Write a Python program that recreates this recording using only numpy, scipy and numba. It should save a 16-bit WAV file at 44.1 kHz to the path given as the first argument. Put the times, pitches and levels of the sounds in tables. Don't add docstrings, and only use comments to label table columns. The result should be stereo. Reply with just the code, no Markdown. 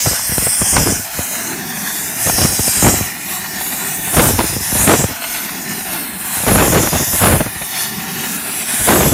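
import sys
import numpy as np
from scipy import signal
from scipy.fft import rfft, irfft
from scipy.io import wavfile
from scipy.ndimage import uniform_filter1d
from numba import njit

SR = 44100
rng = np.random.default_rng(int(sys.argv[2]) if len(sys.argv) > 2 else 0)


def inscribe(sig):
    pcm = np.round(np.clip(np.atleast_2d(sig).T, -1, 1) * 32767)
    wavfile.write(sys.argv[1], SR, pcm.astype(np.int16))


def nominal_scale(level):
    x = np.asarray(level, float) / 20
    return 10 ** x


N = 402633

# (time [s], length [s], thump [dB], tilt of 280 Hz over 100
# Hz [dB], rasp [dB])
GUSTS = [(0.056, 0.029, -14.5, -10, -19), (0.108, 0.019, -21, -3, -26), (0.289, 0.014, -22.5, -19, -34),
         (0.316, 0.016, -17, -8, -33.5), (0.376, 0.0087, -14, -8, -14.5), (0.42, 0.019, -20.5, -2, -40),
         (0.464, 0.022, -20, -12, -21.5), (0.612, 0.019, -15, 1.5, -18), (0.66, 0.016, -28, -1, -33),
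         (0.725, 0.039, -20.5, -4, -24), (0.76, 0.035, -16, 1.5, -15), (0.797, 0.041, -15.5, -4.5, -31),
         (0.863, 0.045, -15.5, 7, -26), (0.917, 0.019, -15.5, -0.5, -24), (0.956, 0.021, -21, -10, -39),
         (0.99, 0.021, -28, -1, -33), (1.186, 0.014, -16, -3.5, -21),
         (2.26, 0.035, -22, -9, -19), (2.292, 0.011, -18, 0.5, -18), (2.323, 0.044, -25, -11, -38),
          (2.379, 0.025, -15, -3.5, -21), (2.41, 0.028, -14.5, -12, -17), (2.445, 0.017, -8, -4.5, -16),
          (2.486, 0.044, -26, -6, -31), (2.77, 0.033, -27, -7, -38), (2.821, 0.01, -12, 4, -15.5),
          (2.838, 0.039, -13, 2.5, -18), (2.865, 0.039, -12.5, 5, -14.5), (2.917, 0.026, -18, 2, -44),
          (2.961, 0.053, -23, -19, -41), (3.004, 0.013, -14.5, -3, -38),
         (3.98, 0.035, -31, -8, -46), (4.069, 0.037, -35, -8, -30), (4.133, 0.027, -25, 1, -17),
          (4.167, 0.051, -10.5, 0.5, -12.5), (4.22, 0.088, -17, -3, -17), (4.331, 0.038, -18.5, -11, -30),
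          (4.385, 0.032, -15.5, 1.5, -14.5), (4.436, 0.024, -16.5, -2.5, -26),
          (4.494, 0.027, -23.5, -11, -43), (4.526, 0.022, -21, -5, -40), (4.56, 0.017, -17, -2, -32),
          (4.602, 0.021, -25.5, -6, -42), (4.721, 0.013, -15.5, -7, -35), (4.75, 0.021, -16, 2, -23),
          (4.79, 0.068, -21, -9, -19.5), (4.871, 0.025, -11, 6.5, -12), (4.89, 0.062, -13, 15.5, -12.5),
          (4.989, 0.035, -17.5, 2, -24), (5.036, 0.014, -12, -1, -16), (5.086, 0.041, -30, 3, -40),
         (6.365, 0.014, -24.5, -1, -31), (6.397, 0.014, -26, -3, -39), (6.43, 0.017, -23, 5, -22.5),
          (6.469, 0.047, -15, 11, -16), (6.512, 0.033, -12, 1.5, -22), (6.546, 0.058, -13, -1, -16.5),
          (6.592, 0.048, -13, 4.5, -14), (6.637, 0.051, -19, 3, -17), (6.721, 0.038, -14, 1.5, -17),
          (6.749, 0.054, -13.5, 1.5, -15), (6.818, 0.043, -19.5, 3, -18.5), (6.867, 0.021, -19, -8, -19),
          (6.924, 0.046, -17.5, -0.5, -18), (6.996, 0.033, -18, 5, -27), (7.07, 0.057, -30, -1, -30),
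          (7.133, 0.029, -20, -1, -24), (7.215, 0.07, -14, 4, -11), (7.283, 0.087, -14, 0, -15.5),
          (7.401, 0.021, -12, 8.5, -16.5), (7.458, 0.017, -17.5, 1.5, -21.5), (7.553, 0.017, -29, -3, -43),
          (7.61, 0.023, -29, -4, -25),
         (8.799, 0.028, -20, -15, -26), (8.879, 0.1, -13.5, 9, -13.5), (8.986, 0.11, -15, 1, -19),
          (9.117, 0.049, -13, 4, -23)]
EDDIES = GUSTS


def unit(x):
    return x / np.sqrt(np.mean(x ** 2))


@njit
def svf(x, hz, width):
    y, b, l = np.empty(len(x)), 0., 0.
    for i in range(len(x)):
        g = np.tan(np.pi * hz[i] / SR)
        k = np.pi * width / SR * (1 + g * g) / g
        v = (b + g * (x[i] - l)) / (1 + g * (g + k))
        b, l, y[i] = 2 * v - b, l + 2 * g * v, k * v
    return y


def walk(rate):
    k = int(SR / rate)
    held = np.repeat(rng.standard_normal(N // 20 + 1)[:N // k + 1], k)
    return 1.55 * uniform_filter1d(uniform_filter1d(held, k), k)[:N]


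def band(hz, width, drift, order=1):
    centre = np.clip(hz * (1 + drift * walk(5)), 20, SR / 2.4)
    x = rng.standard_normal(N)
    for _ in range(order):
        x = svf(x, centre, 1. * width)
    return unit(x)


def curves(table):
    s, *columns = np.transpose(table)
    return [np.interp(np.arange(N) / SR, s, c) for c in columns]


def steering():
    # (time [s], hiss thrown forward [dB], depth in the bowl [steps], aim
    rounds = [
        (0.0, 3, 4, -4),
        (0.12, 2, 3, -4),
        (0.22, -2.1, 3, -0.5),
        (0.33, -1, 1, 1.5),
        (0.58, -0.5, 2.5, 3.5),
        (0.75, 0, 6.5, 1),
        (0.84, 5, 3, -3.5),
        (0.92, -0.5, 5, 0.5),
        (1.1, -4.5, -0.5, -1.5),
              (1.2, -0.4, 0.5, -1.5),
        (1.47, -1.5, 1.8, -1.3),
        (1.6, -5, 0.4, -1.4),
        (1.97, 0.3, 0.68, -0.49),
        (2.15, -3.5, 0.5, 0.22),
        (2.27, 6, 1.7, -2),
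        (2.55, 1.5, 3.9, -1.4),
        (2.85, 4, 3.5, 0.96),
        (3.13, -6.5, 0.4, 0.25),
              (3.36, 1.5, -2.1, -1.2),
        (3.5, -4.5, 1.1, -1.4),
        (3.65, 0.5, -1, -0.69),
        (4.04, -0.5, -0.7, 1.1),
        (4.24, 4.5, -0.4, 0.21),
        (4.6, -4, 1.8, 2.3),
        (4.8, 6.5, 0.4, 0.76),
        (5.0, 0, 1.6, -1.1),
        (5.19, -4.5, -1.5, -1.4),
              (5.33, 3.5, -1.5, -4.5),
        (5.58, -5, -0.3, -1),
        (5.95, 0, -0.6, -1.5),
        (6.1, -6.5, -1.2, 3.5),
        (6.5, 4.5, -0.7, -1),
        (7.07, 3.5, 2.1, -2.5),
        (7.2, 6, -1, -0.3),
        (7.35, 0, -0.7, 2.5),
        (7.52, -10.5, 1, 3.5),
              (7.74, -0.5, -0.67, -1.5),
        (7.83, 6.5, -0.8, -6),
        (7.89, -1, -0.99, -2.5),
        (7.98, -4.5, -0.16, -1),
        (8.26, 1.5, -0.026, -3.5),
        (8.4, -3.5, -0.7, 1),
        (8.72, 2.5, -1.2, 0),
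        (8.86, 6, -1.1, -1),
        (9.13, 5, 1, -2),
    ]
    return np.array(curves(rounds))


def cancelled(hz):
    # (time [s], length [s], centre [Hz], change [dB])
    cancels = [(0.248, 0.3, 7250, -5), (2.297, 0.48, 7200, -8.5), (3.4, 0.13, 7340, -7),
               (4.36, 0.44, 8360, -11), (5.0, 0.13, 11000, -6), (5.95, 0.42, 6500, -6), (6.02, .2, 4940, 2),
               (1.2, .35, 4050, -0.5), (.2, 0.17, 5500, 4), (6.58, 0.56, 8300, -11), (7.248, .3, 7750, -7),
               (8.4, 0.33, 6750, -12), (8.95, .2, 9200, -13), (0.0, 0.38, 8450, 8.5), (0.3, 0.37, 5600, 8),
               (2.34, 0.13, 5300, 7), (2.55, 0.29, 5880, -9), (2.7, 0.3, 9900, -16), (2.3, .35, 8540, -2),
               (4.886, 0.18, 7460, 8), (7.726, 0.19, 4960, 5), (3.9, 0.22, 5300, -9), (4.3, 0.5, 5270, 4.5),
               (.02, 0.39, 11900, 9), (.41, 0.26, 6240, -9), (1.22, 0.36, 5300, -9),
               (1.602, 0.64, 11800, 5.5), (1.86, 0.22, 4220, 1.5), (2.16, .4, 12800, -3),
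               (2.58, 0.22, 14100, -8), (3.543, 0.21, 4350, 2), (3.76, 0.24, 10200, -16),
               (3.803, 0.17, 8400, 5), (3.86, 0.59, 12300, -5), (3.9, .25, 15000, 6),
               (5.18, 0.16, 8600, 8.5), (5.82, 0.26, 7500, -10), (7.41, 0.4, 8630, -4),
               (7.456, 0.2, 11150, 12.5), (7.643, 0.31, 4000, 4), (7.76, 0.17, 9500, 7),
               (8.27, 0.67, 12300, -3), (8.48, 0.36, 13300, -11), (.42, 0.32, 8900, 3.5),
               (.42, 0.32, 9700, 2.5), (4.18, 0.2, 5600, 3.5), (.5, 0.29, 4000, 3), (3.0, 0.28, 11000, 3),
               (8.0, .25, 6060, -2)]
    width_hz, fade_s = 550, .07
    t = np.arange(0, N, 64) / SR
    change_db = 0
    for s, length, centre_hz, db in cancels:
        inside = length / 2 - abs(t - s - length / 2)
        fade = np.clip(inside / fade_s + .5, 0, 1)
        change_db = change_db + db * np.exp(-((hz - centre_hz) / width_hz) ** 2) * fade
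    return np.repeat(change_db, 64)[:N]


def jet(gust):
    # (centre [Hz], level of one strand [dB])
    lobes = np.array([(5400, -7.5), (7000, -7), (9000, -8.5), (11800, -11), (15000, -14.5)])
    # (level [dB], throw [dB/dB], depth [dB/step], aim [dB/step])
    response = np.array([(-32, 0.52, 2.5, -0.73), (-29, 1.35, 1.83, 0.5), (-24.5, 1.54, 1.25, 2),
                         (-24, 1.65, -0.5, 0.94), (-24, 0.65, 0.5, 0.4)])
    lobe_db = response[:, 1:] @ steering() + response[:, :1] + lobes[:, 1:]
    flutter_db = .7 * gust + .55 * walk(60)
    hiss = 0
    for hz in np.arange(4900, 15400, 400):
        place = np.interp(hz, lobes[:, 0], np.arange(len(lobes)))
        k = min(int(place), len(lobes) - 2)
        steered_db = lobe_db[k] + (place - k) * (lobe_db[k + 1] - lobe_db[k])
        strand_db = steered_db + cancelled(hz) + 1.4 * walk(9) + 1.8 * walk(30)
        hiss = hiss + nominal_scale(strand_db) * band(hz, 600, .008, order=2)
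    thrown = signal.butter(8, 4650, "high", fs=SR, output="sos")
    return nominal_scale(flutter_db) * signal.sosfilt(thrown, hiss)


def flares(rows, from_db, rise_s, fall_s):
    t = np.arange(0, N, 16) / SR
    gain_db = 0
    for s, db in rows:
        shape = np.exp(np.minimum((t - s) / rise_s - 1, (s + rise_s - t) / fall_s))
        gain_db = gain_db + max(db - from_db, 0) * shape
    return np.repeat(gain_db, 16)[:N]


def wake():
    spread_s = 0.041
    t = np.arange(0, N, 64) / SR
    power = 0
    for s, length, db, *_ in EDDIES:
        power = power + nominal_scale(2 * db) * np.exp(-((t - s - length / 2) / (spread_s + length / 2)) ** 4)
    return np.repeat(power, 64)[:N]


def boom():
    # (centre [Hz], width [Hz], level [dB])
    low_modes = [(214, 130, -2), (392, 66, -15), (127, 68, -23)]
    # (time [s], level [dB])
    body = [(0.0, -44), (0.33, -44), (0.84, -34), (1.05, -42.5), (1.5, -27.5), (2.11, -34), (2.59, -36),
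            (3.15, -34.5), (4.04, -30.5), (4.58, -37.5), (5.14, -42), (5.31, -33.5), (6.2, -31), (6.4, -43),
            (7.6, -40), (8.05, -29), (8.62, -33), (9.13, -37)]
    # (time [s], peak [dB])
    catches = [(1.288, -24), (1.359, -23), (1.597, -27), (1.67, -25), (1.841, -21), (2.007, -20),
               (2.162, -20), (3.178, -29), (3.3, -21), (3.458, -28), (3.619, -23), (3.671, -24),
               (3.821, -22), (5.47, -28), (5.615, -25), (5.775, -19), (5.918, -24), (5.992, -22),
               (6.162, -27), (6.232, -26), (7.909, -15), (7.964, -22), (8.114, -20.5), (8.231, -22),
               (8.353, -27), (8.444, -25), (8.56, -24), (8.731, -19)]
    level_db = curves(body)[0] + flares(catches, from_db=-26.5, rise_s=0.0043, fall_s=0.015)
    sound = sum(nominal_scale(db + 1.0 * walk(6.9)) * band(hz, width, 0.014, order=2) for hz, width, db in low_modes)
    return nominal_scale(level_db) * unit(sound)


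def roar_and_edge():
    # (centre [Hz], width [Hz], level [dB])
    mid_modes = [(739, 263, 3), (970, 640, 5), (1449, 245, 2), (1808, 420, 7), (2060, 370, -1),
                 (2310, 990, 5.5), (2547, 48, -2)]
    # (time [s], peak [dB])
    licks = [(1.352, -17), (1.404, -20), (1.77, -13), (1.874, -16), (1.902, -13), (2.163, -20),
             (3.286, -21), (3.443, -13), (3.459, -11), (3.585, -24), (3.61, -12), (3.723, -12),
             (3.825, -22), (5.219, -9), (5.239, -9), (5.346, -15), (5.382, -12), (5.491, -11.5),
             (5.676, -17), (5.806, -11), (6.169, -20), (7.619, -12), (7.805, -19), (7.999, -15),
             (8.236, -12.5), (8.688, -16)]
    throw_db, depth, _ = steering()
    slap_db = flares(licks, from_db=-21.5, rise_s=0.0017, fall_s=0.0065)
    roar_db = -28 + 0.5 * throw_db + slap_db
    edge_db = -31 + 0.73 * throw_db - 0.03 * depth + 0.75 * slap_db
    roar = 0
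    for hz, width, db in mid_modes:
        roar = roar + nominal_scale(db + .6 * walk(6) + 1.3 * walk(20)) * band(hz, width, .025, order=2)
    edge = 0
    for hz in (2853, 3400, 3924, 4447):
        strand_db = cancelled(hz) + 0.21 * walk(14) + 0.43 * walk(25)
        edge = edge + nominal_scale(strand_db) * band(hz, 484, 0.039, order=2)
    return nominal_scale(roar_db) * unit(roar) + nominal_scale(edge_db) * unit(edge)


def flame(gust):
    lick_db = .6 * gust + 1.0 * walk(40)
    return nominal_scale(lick_db) * (boom() + roar_and_edge())


def draught():
    still_db, wake_db = -44.5, -20.5
    level_db = 10 * np.log10(nominal_scale(2 * still_db) + nominal_scale(2 * wake_db) * wake())
    return nominal_scale(level_db + 2 * walk(30)) * band(80, 110, .15, order=2)


def eddy_body(t, s, length):
    rise = 1 / (1 + np.exp((s + 0.001 - t) / (0.001 + .02 * length)))
    fall = 1 + np.exp((t - s - length + .003) / (.003 + 0.044 * length))
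    return rise / fall * np.clip(length / .035, .1, 1) ** 2


def kick_swing(u, tilt_db):
    rest_hz = 95 * 2 ** (tilt_db / 11)
    turns = rest_hz * u + 0.9 * (1 - np.exp(-u / 0.0024))
    return np.sin(2 * np.pi * turns) * np.exp(-u / 0.011)


def torn_air(power):
    # (frequency [Hz], density [dB/Hz])
    spectrum = np.array([(240, -45), (400, -6), (509, 1), (607, 3), (1960, -7), (4320, -16), (5500, -19.5),
                         (7150, -43), (12100, -120)])
    hz = np.maximum(np.fft.rfftfreq(N, 1 / SR), 1)
    colour = nominal_scale(np.interp(np.log(hz), np.log(spectrum[:, 0]), spectrum[:, 1]))
    torn = unit(irfft(rfft(nominal_scale(3.3 * walk(250)) * rng.standard_normal(N)) * colour, N))
    coarse = signal.sosfilt(signal.butter(2, 1300, fs=SR, output="sos"), torn)
    fineness = np.clip(uniform_filter1d(power, 1300) / nominal_scale(-40), 0, 2.5) ** .4
    return np.sqrt(power) * (coarse + (torn - coarse) * fineness)


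def eddies():
    # (time [s], length [s], thump [dB],
    # tilt of 280 Hz over 100 Hz [dB], rasp [dB])
    flaps = [(0.128, .014, -27, 0, -26), (2.589, 0.015, -13, -4.5, -19), (2.674, 0.015, -18.5, -0.5, -24),
             (6.676, .014, -14, 2, -22), (6.696, 0.015, -14, 1, -25), (6.878, .014, -22, 2, -29),
             (4.302, 0.013, -17, 3, -19), (4.243, .014, -16, 2, -18), (2.525, .014, -27, -3, -34),
             (2.936, 0.013, -18, 7, -24), (6.797, .012, -13, 4, -26)]
    t, u = np.arange(N) / SR, np.arange(2600) / SR
    kicks, deep, full, tight, rasp = np.zeros((5, N + 5200))
    rows = EDDIES + flaps
    gaps, sizes = rng.exponential(size=(len(rows), 12)), rng.standard_normal((len(rows), 12))
    sizes[:, 0] = np.sign(sizes[:, 0]) * 0.5
    for (s, length, thump_db, tilt_db, rasp_db), gap, size in zip(rows, gaps, sizes):
        i = slice(max(int((s - .03) * SR), 0), min(int((s + length + .06) * SR), N))
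        body = eddy_body(t[i], s, length)
        thump = body * nominal_scale(2 * thump_db)
        share = 1 / (1 + nominal_scale(-2 * tilt_db))
        small = np.clip(tilt_db / 33, 0, 1)
        deep[i] += thump * (1 - share)
        full[i] += thump * share * (1 - small)
        tight[i] += thump * share * small
        rasp[i] += body * nominal_scale(2 * (rasp_db - 3.0))
        swing = kick_swing(u, tilt_db)
        later = np.append(0, np.cumsum(.008 + .009 * gap[1:]))
        for after, luck in zip(later[later <= max(length - .018, 0)], size):
            inner = after > 0 or length > .04
            j = int((s + 0.00522 + after) * SR)
            kick_db = thump_db + 5.5 + 1.7 * luck - 3 * inner
            tear_db = rasp_db + 5.5 + 1.0 * luck - 7 * inner
            kicks[j:j + len(u)] += np.sign(luck) * nominal_scale(kick_db) * swing
            rasp[j:j + len(u)] += nominal_scale(2 * tear_db) * np.exp(-u / 0.0022)
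    rasp[:N] += nominal_scale(2 * (-32 + 3.7 * walk(40))) * wake()
    low = unit(np.tanh(0.69 * band(71, 110, 0.072, order=2)))
    mid = unit(np.tanh(2.3 * band(220.4, 350, 0.4, order=2)))
    high = unit(np.tanh(1.5 * band(377, 310, 0.24, order=2)))
    buffet = np.sqrt(deep[:N]) * low + np.sqrt(full[:N]) * mid + np.sqrt(tight[:N]) * high
    return kicks[:N] + nominal_scale(1.5) * buffet + torn_air(rasp[:N])


def snaps():
    # (time [s], peak [dB])
    fronts = [(0.069, -4), (0.132, -8), (0.194, -16), (0.381, -10), (0.422, -19), (0.466, -9), (0.614, -8),
              (0.657, -17), (0.748, -9), (0.859, -7), (0.873, -2), (0.969, -14), (1.188, -12), (2.271, -6),
              (2.297, -9), (2.38, -10), (2.449, -7), (2.55, -16), (2.593, -5), (2.644, -15), (2.824, -4),
              (2.963, -15), (2.995, -13), (4.139, -7), (4.17, -2), (4.186, -3), (4.391, -2), (4.44, -13),
              (4.565, -10), (4.72, -9), (4.751, -5), (4.873, -3), (4.992, -12), (5.039, -9), (6.437, -11),
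              (6.466, 1), (6.515, -4), (6.603, -3), (6.721, -7), (6.827, -9), (6.877, -10), (6.93, -7),
              (7.133, -6), (7.216, -1), (7.405, -4), (7.446, -16), (7.464, -10), (8.885, -2), (9.033, -3),
              (9.057, -5)]
    from_hz, to_hz, decay_s = 2690, 445, 0.0014
    out, t = np.zeros(N + 600), np.arange(600) / SR
    for (s, db), (side, size) in zip(fronts, rng.standard_normal((len(fronts), 2))):
        drop_s = nominal_scale(2 * size) * 0.00051
        turns = to_hz * t + (from_hz - to_hz) * drop_s * (1 - np.exp(-t / 0.00045))
        envelope = np.exp(-t / decay_s) * (1 - np.exp(-t / .0004))
        i = int(s * SR)
        out[i:i + len(t)] += np.sign(side) * nominal_scale(db - 1) * np.sin(2 * np.pi * turns) * envelope
    return out[:N]


def pops():
    # (time [s], peak [dB], pitch [Hz])
    spits = [
        (0.195, -13, 930),
        (1.902, -15, 1730),
    ]
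    out, t = np.zeros(N), np.arange(800) / SR
    for s, db, hz in spits:
        i = int(s * SR)
        out[i:i + len(t)] += nominal_scale(db) * np.sin(2 * np.pi * hz * t) * np.exp(-t / 0.002)
    return out


def bench(x, reach_ms, share):
    out, power = x, 1
    for _ in range(3):
        taps = np.zeros(int(reach_ms * SR / 1000) + 1)
        taps[rng.integers(20, len(taps), size=9)] = rng.choice([-1., 1.], size=9) / 3
        weight = share * walk(7.0)
        out = out + weight * signal.oaconvolve(x, taps)[:N]
        power = power + weight ** 2
    return out / np.sqrt(power)


def housing(air):
    # (centre [Hz], width [Hz], depth [0-1])
    notches = [(8040, 310, 0.42)]
    for hz, width, depth in notches:
        air = air - min(depth, 1) * svf(air, hz * (1 + .015 * walk(3)), 1. * width)
    return air


def rim_echoes(air):
    # (time [s], near rim [Hz], near depth [0-1], far rim [Hz], far depth [0-1])
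    rims = [(0.0, 3700, 0.1, 4300, 0.3), (.5, 3780, 0.7, 4400, 0.8), (1.05, 3460, 0.7, 4720, .9),
            (1.35, 3320, .95, 4470, 0.1), (1.9, 2820, .8, 4900, 0.1), (2.2, 3570, 0.7, 4560, 0.8),
            (2.8, 3400, 0.1, 4360, 0.7), (3.2, 3350, .85, 4420, .9), (3.6, 3100, 0.7, 4860, 0.2),
            (4.0, 3220, .7, 4570, .8), (4.6, 3700, 0, 4460, 0.8), (5.15, 3220, 0, 4500, 0.4),
            (5.6, 3100, 0.8, 4700, 0), (6.2, 3420, 0.24, 4570, 0.8), (7.0, 3300, .2, 4400, 0.9),
            (7.55, 3300, 0.4, 4480, .9), (7.9, 3150, 0.4, 4400, 0), (8.6, 3130, 0.2, 4430, 0.5)]
    # (near rim [Hz], far rim [Hz])
    widths_hz = (470, 350)
    near_hz, near, far_hz, far = curves(rims)
    for hz, depth, width in zip((near_hz, far_hz), (near, far), widths_hz):
        air = air - np.clip(depth, 0, 1) * svf(air, hz * (1 + 0.0065 * walk(3.9)), 1. * width)
    return air


def scene():
    gust = walk(16)
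    torch = jet(gust) + flame(gust) + draught()
    air = bench(torch, reach_ms=9, share=0.2) + pops()
    air = rim_echoes(housing(air))
    return np.tile(air + eddies() + snaps(), (2, 1))


def band_limit(x):
    return signal.sosfilt(signal.butter(12, 15330, fs=SR, output="sos"), x)


def record(dry):
    x = signal.sosfilt(signal.butter(2, 52, "high", fs=SR, output="sos"), dry)
    mix = x / (1 + (x / .93) ** 4) ** .25
    return band_limit(mix)


dry = scene()
out = record(dry)
inscribe(out)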